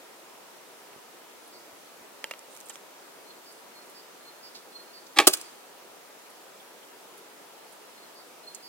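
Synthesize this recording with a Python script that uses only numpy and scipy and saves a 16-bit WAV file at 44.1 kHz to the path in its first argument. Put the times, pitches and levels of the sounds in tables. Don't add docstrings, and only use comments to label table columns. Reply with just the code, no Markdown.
import sys
import numpy as np
from scipy import signal
from scipy.fft import rfft, irfft, next_fast_len
from scipy.io import wavfile
from scipy.ndimage import uniform_filter1d, map_coordinates

SR = 44100
rng = np.random.default_rng(int(sys.argv[2]) if len(sys.argv) > 2 else 0)


def store_wav(level_fs):
    pcm = np.round(np.clip(np.atleast_2d(level_fs), -1, 1) * 32767)
    wavfile.write(sys.argv[1], SR, pcm.T.astype(np.int16))


N = 383096

# (f/Hz, relative level/dB)
AIR_COLOUR = [(26, -78), (45, -48), (62, -25.5), (114, -24), (146, -14), (408, -1), (895, -4.5),
              (963, -2.5), (1060, -7), (1290, -5.5), (1500, -9), (4510, -14.5), (10400, -17.5),
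              (15700, -20)]
# (f/Hz, likeness from 0 to 1)
AIR_LIKENESS = [(60, .65), (180, .37), (550, .5), (1650, .29), (3200, .05), (4500, 0)]
# (f/Hz, left minus right level/dB)
AIR_LEAN = [(60, 4), (240, 1), (950, 3), (3770, 1), (15000, 0.5)]
# (f/Hz, time to fall 60 dB/s)
WOODS_DECAY = [(200, 0.53), (1000, 0.65), (4000, 0.86), (12000, 0.45)]
# (end of its loud part t/s, level/dB, settled f/Hz, length of loud part/s)
WHISTLES = [(3.305, -57.5, 4250, .015), (3.824, -57, 4280, 0.067), (4.295, -53, 4230, 0.042),
            (4.792, -46.5, 4235, 0.035), (8.006, -55, 4240, 0.013), (8.5, -47.5, 4240, 0.021)]
# (t/s, starting f/Hz, level/dB)
BUZZES = [(1.52, 4820, -53), (3.455, 4930, -52), (3.945, 4840, -50), (4.427, 4930, -46.5),
          (4.93, 4700, -48), (5.43, 4750, -53), (8.152, 4750, -52.5), (8.625, 4780, -46.5)]
# (t/s, level/dB, push length/s)
BUMPS = [(0.962, -32.5, 0.00044), (0.982, -43, .0007), (1.729, -47, 0.0013), (1.973, -56, .0013),
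         (2.01, -51, .0014)]
# (t/s, level/dB)
CLICKS = [(2.392, -31), (2.551, -32), (2.565, -30), (2.5735, -29), (2.603, -26), (2.611, -29), (2.687, -32)]
# (t/s, level/dB, time to fall 60 dB/s, centre f/Hz)
RUSTLES = [(1.475, -46, .04, 10500), (2.50, -48.5, .5, 8400), (2.655, -43, .11, 8450),
           (2.695, -28.5, .04, 7740), (2.731, -42.5, .12, 7000), (3.305, -42, .04, 3600),
           (3.522, -42.5, .048, 8300), (3.895, -43.5, .047, 11000), (4.545, -36, .16, 4360),
           (5.065, -40, .04, 5480), (6.30, -45.5, .05, 9730), (7.172, -44.5, .088, 11000),
           (7.722, -46, .064, 9300), (8.5464, -27.5, .038, 7000)]
# (t/s, level/dB, centre f/Hz)
PIPS = [(6.262, -46, 2400), (6.597, -39.5, 3350), (6.656, -45, 2280), (6.829, -44, 3200)]
# (t/s, level/dB, time to fall 60 dB/s, treble level/dB, grip as a factor on the shaft's widths)
KNOCKS = [(0.931, -44, 0.022, -20, 0.82), (2.242, -17, 0.0054, 1, 0.71), (2.3109, -22, 0.02, -3, 1.2),
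          (2.337, -31, .008, -6, 1.4), (2.6994, -34.5, 0.045, -8, 2.2), (2.7567, -38.5, 0.0061, 13, 5.4)]
# (f/Hz, width before the grip/Hz, level/dB)
SHAFT_MODES = [(567, 126, -1), (883, 43, 4), (1340, 86, -2.5), (1590, 86, -2), (2180, 1140, -0.5),
               (2790, 49, 7.5), (3090, 130, 0.5)]
# (t/s, peak level/dB, build-up/s, swell/dB, settling time/s, length/s, thump level/dB, treble level/dB)
STRING_SLAPS = [(5.161, -18.5, 0.011, 18, 0.0068, 0.021, 2.5, -2),
                (5.1862, 1.5, .0012, 8, 0.002, .010, -11, -4), (5.196, -13.5, 0.0027, 8, 0.015, .058, 7, 2)]
# (f/Hz, width/Hz, level/dB)
BOW_MODES = [(322, 35, 7.5), (447, 92, 2), (550, 65, 1), (656, 160, -3), (829, 45, 9), (1130, 51, 6.5),
             (1270, 70, 6.5), (1700, 220, 6), (2294, 106, 11), (2420, 140, 10), (2690, 300, 6.5),
             (3170, 260, 7.5), (3840, 1070, 5), (5540, 580, -17)]
# (t/s, peak level/dB, build-up/s, swell/dB, settling time/s, length/s, thump level/dB, treble level/dB)
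TARGET_HITS = [(5.2697, -3, 0.0041, 8, .005, 0.056, 6, 11),
               (5.327, -18.5, .008, 26, 0.0072, 0.028, -15, 13.5),
               (5.368, -41, 0.0036, 8, .01, .016, -12, 13), (5.397, -46, .002, 6, .006, .012, -12, 0),
               (5.4126, -38.5, .0005, 5.1, .004, 0.014, 1, 13.5)]
# (f/Hz, width/Hz, level/dB)
TARGET_MODES = [(301.6, 100, -2.5), (357, 115, 5.5), (470, 240, 0), (614, 126, 3), (890, 180, -6),
                (1196, 120, 4), (1620, 120, 1), (1860, 165, -6.5), (2940, 730, 3.5), (4800, 900, 4)]

AIR_DB = -49.5
NOTE_RISE_S, NOTE_RISE_DB = 0.055, 20
NOTE_CUT_S, NOTE_CUT_DB = 0.027, 10
NOTE_TAIL_S, NOTE_TAIL_DB = 0.11, 5
BUZZ_S = 0.069
CLICK_T60_S, CLICK_HZ, CLICK_WIDTH_HZ = 0.006, 7500, 15000
RUSTLE_WIDTH = 0.55
PIP_T60_S, PIP_WIDTH_HZ = 0.047, 320
KNOCK_THUMP_DB = 9.5
SETTLE_DB = 11.5
FIRST_THUMP_LOSS_DB, THUMP_GROWS_DB = 3, 2.5
RING_GAPS, RING_S = 3.3, 0.0085
TOP_HZ = 15900


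def amp(db):
    return 10 ** (np.asarray(db) / 20)


def unit(x):
    return x / np.sqrt(np.mean(x ** 2) + 1e-20)


def along(points, hz):
    f, value = np.transpose(points)
    return np.interp(np.log(hz + 1), np.log(f + 1), value)


def filtered(x, response):
    n = np.shape(x)[-1]
    padded = next_fast_len(n + 8192)
    spectrum = rfft(x, padded) * response(np.fft.rfftfreq(padded, 1 / SR))
    return irfft(spectrum, padded)[..., :n]


def modes(table):
    def response(f):
        return sum((-1) ** k * amp(db) * 1j * f * width / (hz * hz - f * f + 1j * f * width)
                   for k, (hz, width, db) in enumerate(table))
    return response


def add(out, x, start_s):
    part = out[..., round(start_s * SR):][..., :x.shape[-1]]
    part += x[..., :part.shape[-1]]


def placed(x, lead, pan_db):
    side = np.array([[.5], [-.5]])
    return filtered(x, lambda f: amp(pan_db * side) * np.exp(2j * np.pi * f * lead * side))


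def puff(t60, rise, spread):
    t = np.arange(SR // 5) / SR
    shape = amp(-60 * t / max(t60, .001)) * (1 - np.exp(-t / rise))
    grit = amp(3.5 * np.repeat(rng.standard_normal(len(t) // 20), 20))
    noise = rng.standard_normal((3, len(t))) * shape * grit
    noise *= np.linalg.norm(shape) / np.linalg.norm(noise, axis=1, keepdims=True)
    spread = np.clip(spread, 0, 1)
    shared, separate = noise[0], noise[1:]
    return np.sqrt(1 - spread) * shared + np.sqrt(spread) * separate


def struck(blows, body, gain_db, contact, crack_hz, crack_width_hz, spread):
    out = np.zeros((2, N))
    u = np.arange(SR // 5) / SR / contact
    bright = modes([(crack_hz, crack_width_hz, 0)])
    for s, db, t60, push_db, treble_db in blows:
        ring = modes([(hz, width, level + rng.normal(0, 1.5)) for hz, width, level in body])
        rattle = puff(t60, rise=.04 * t60, spread=0.038)
        rattle = filtered(rattle, lambda f: 1j * f / (900 + 1j * f))
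        force = amp(gain_db) * rattle + amp(push_db) * u * np.exp(1 - u)
        crack = amp(treble_db) * puff(t60, rise=0.055 * t60, spread=spread)
        blow = filtered(force, ring) + filtered(crack, lambda f: bright(f) ** 2)
        add(out, amp(db) * blow, s)
    return out


def flurry(runs, count=10):
    blows = []
    for s, db, build, swell_db, settle, length, thump_db, treble_db in runs:
        steps = np.arange(count + 1) + np.r_[0, rng.uniform(-.4, .4, count)]
        t = length * (steps / count) ** 2
        early = np.clip(1 - t / build, 0, 1)
        late = np.log2(1 + np.clip(t - build, 0, None) / settle)
        level = db - swell_db * early - SETTLE_DB * late
        push = thump_db - FIRST_THUMP_LOSS_DB * early + THUMP_GROWS_DB * late
        t60 = RING_S + RING_GAPS * np.diff(t)
        blows += [(s + t[k], level[k], t60[k], push[k], treble_db) for k in range(count)]
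    return blows


def air():
    z = signal.stft(rng.standard_normal((2, N)), nperseg=512)[2]
    patches = uniform_filter1d(rng.standard_normal(z.shape[1:]), size=8, axis=0)
    patches = unit(uniform_filter1d(patches, size=14, axis=1))
    pair = signal.istft(z * amp(0.75 * patches), nperseg=512)[1][:, :N]

    def colour(hz):
        angle = np.arccos(np.clip(along(AIR_LIKENESS, hz), -1, 1)) / 2
        return amp(along(AIR_COLOUR, hz)) * [np.cos(angle), np.sin(angle)]

    mid, side = filtered(pair, colour)
    both = np.array([mid + side, mid - side])
    both = filtered(both, lambda hz: amp(along(AIR_LEAN, hz) * [[.5], [-.5]]))
    return amp(AIR_DB) * placed(unit(both), lead=.00008, pan_db=-1.5)


def woods(x):
    hz, t, z = signal.stft(rng.standard_normal((2, SR // 2)), SR, nperseg=256)
    fading = z * amp(-60 * t / along(WOODS_DECAY, hz)[:, None])
    tail = signal.istft(fading, SR, nperseg=256)[1]
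    late = np.pad(x, (400, 0))[None]
    return signal.fftconvolve(late, tail / np.linalg.norm(tail[0]), axes=1)[:, :N]


def whistles():
    out = np.zeros(N)
    for peak_s, peak_db, hz, hold in WHISTLES:
        s = peak_s + np.array([-hold - NOTE_RISE_S, -hold, 0, NOTE_CUT_S, NOTE_CUT_S + NOTE_TAIL_S])
        db = peak_db - np.array([NOTE_RISE_DB, 0, 0, NOTE_CUT_DB, NOTE_CUT_DB + NOTE_TAIL_DB])
        t = np.arange(0, s[-1] - s[0], 1 / SR)
        waver = map_coordinates(rng.standard_normal(size=24), [t * 70])
        edge = np.clip(np.minimum(t, t[-1] - t) / 0.0092, 0, 1)
        pitch = hz - 90 * np.exp(-t / .045) + 18 * waver
        loudness = edge * amp(np.interp(t + s[0], s, db) + 4 * waver)
        add(out, loudness * np.sin(2 * np.pi * np.cumsum(pitch) / SR), s[0])
    return out


def buzzes():
    out = np.zeros(N)
    for s, hz, db in BUZZES:
        t = np.arange(0, BUZZ_S, 1 / SR)
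        drift = map_coordinates(rng.standard_normal(size=16), [t * 90])
        trill = np.sin(2 * np.pi * rng.normal(239.0, 3.7) * t)
        pitch = hz - 1800 * t + 60 * drift + 280 * trill
        loudness = amp(db) * np.sin(np.pi * t / BUZZ_S) ** 0.34
        add(out, loudness * np.sin(2 * np.pi * np.cumsum(pitch) / SR), s)
    return out


def bird():
    buzz = buzzes()
    return placed(np.tile(whistles() + buzz, (2, 1)), lead=.00008, pan_db=-4.5) + amp(-9.0) * woods(buzz)


def bumps():
    out, t = np.zeros((2, N)), np.arange(SR // 10) / SR
    for s, db, length in BUMPS:
        u = t / length
        add(out, -amp(db + np.array([[-3.5], [3]])) * u * (2 - u) * np.exp(-u), s)
    return out


def ticks():
    out = np.zeros((2, N))
    rows = [(s, db, CLICK_T60_S, CLICK_HZ, CLICK_WIDTH_HZ) for s, db in CLICKS]
    rows += [(s, db, t60, hz, RUSTLE_WIDTH * hz) for s, db, t60, hz in RUSTLES]
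    rows += [(s, db, PIP_T60_S, hz, PIP_WIDTH_HZ) for s, db, hz in PIPS]
    for s, db, t60, hz, width_hz in rows:
        pan_db = -9 * hz / 10000
        band = modes([(hz, width_hz, 0)])
        narrow = np.sqrt(SR / 3 / width_hz)
        tick = filtered(puff(t60, rise=0.036 * t60, spread=0.156), lambda f: band(f) ** 2)
        add(out, amp(db) * narrow * placed(tick, lead=.0001, pan_db=pan_db), s)
    return out


def knocks():
    out = np.zeros((2, N))
    for s, db, t60, treble_db, grip in KNOCKS:
        held = [(hz, grip * width, level) for hz, width, level in SHAFT_MODES]
        out += struck([(s, db, t60, KNOCK_THUMP_DB, treble_db)], held, gain_db=6.5, contact=.00004,
                      crack_hz=6100, crack_width_hz=8400, spread=1.0)
    return placed(out, lead=.00006, pan_db=-2.5)


def bow():
    sound = struck(flurry(STRING_SLAPS), BOW_MODES, gain_db=3.5, contact=0.00016,
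                   crack_hz=7700, crack_width_hz=6100, spread=0.68)
    return placed(sound, lead=.00004, pan_db=-1.0)


def target():
    sound = struck(flurry(TARGET_HITS), TARGET_MODES, gain_db=6.5, contact=0.00017,
                   crack_hz=8650, crack_width_hz=12000, spread=0.5)
    return placed(sound, lead=0.0001193, pan_db=-2.0)


def scene():
    near = ticks() + knocks() + bow() + target()
    near = filtered(near, lambda f: 1 / (1 + 1j * f / 18000))
    return air() + amp(-21.5) * woods(near.mean(axis=0)) + bird() + bumps() + near


def record(dry):
    clipped = dry / (1 + np.abs(dry) ** 12) ** (1 / 12)
    thin = filtered(clipped, lambda hz: (1j * hz / (60 + 1j * hz)) ** 2)
    return filtered(thin, lambda hz: hz < TOP_HZ)


dry = scene()
out = record(dry)
store_wav(out)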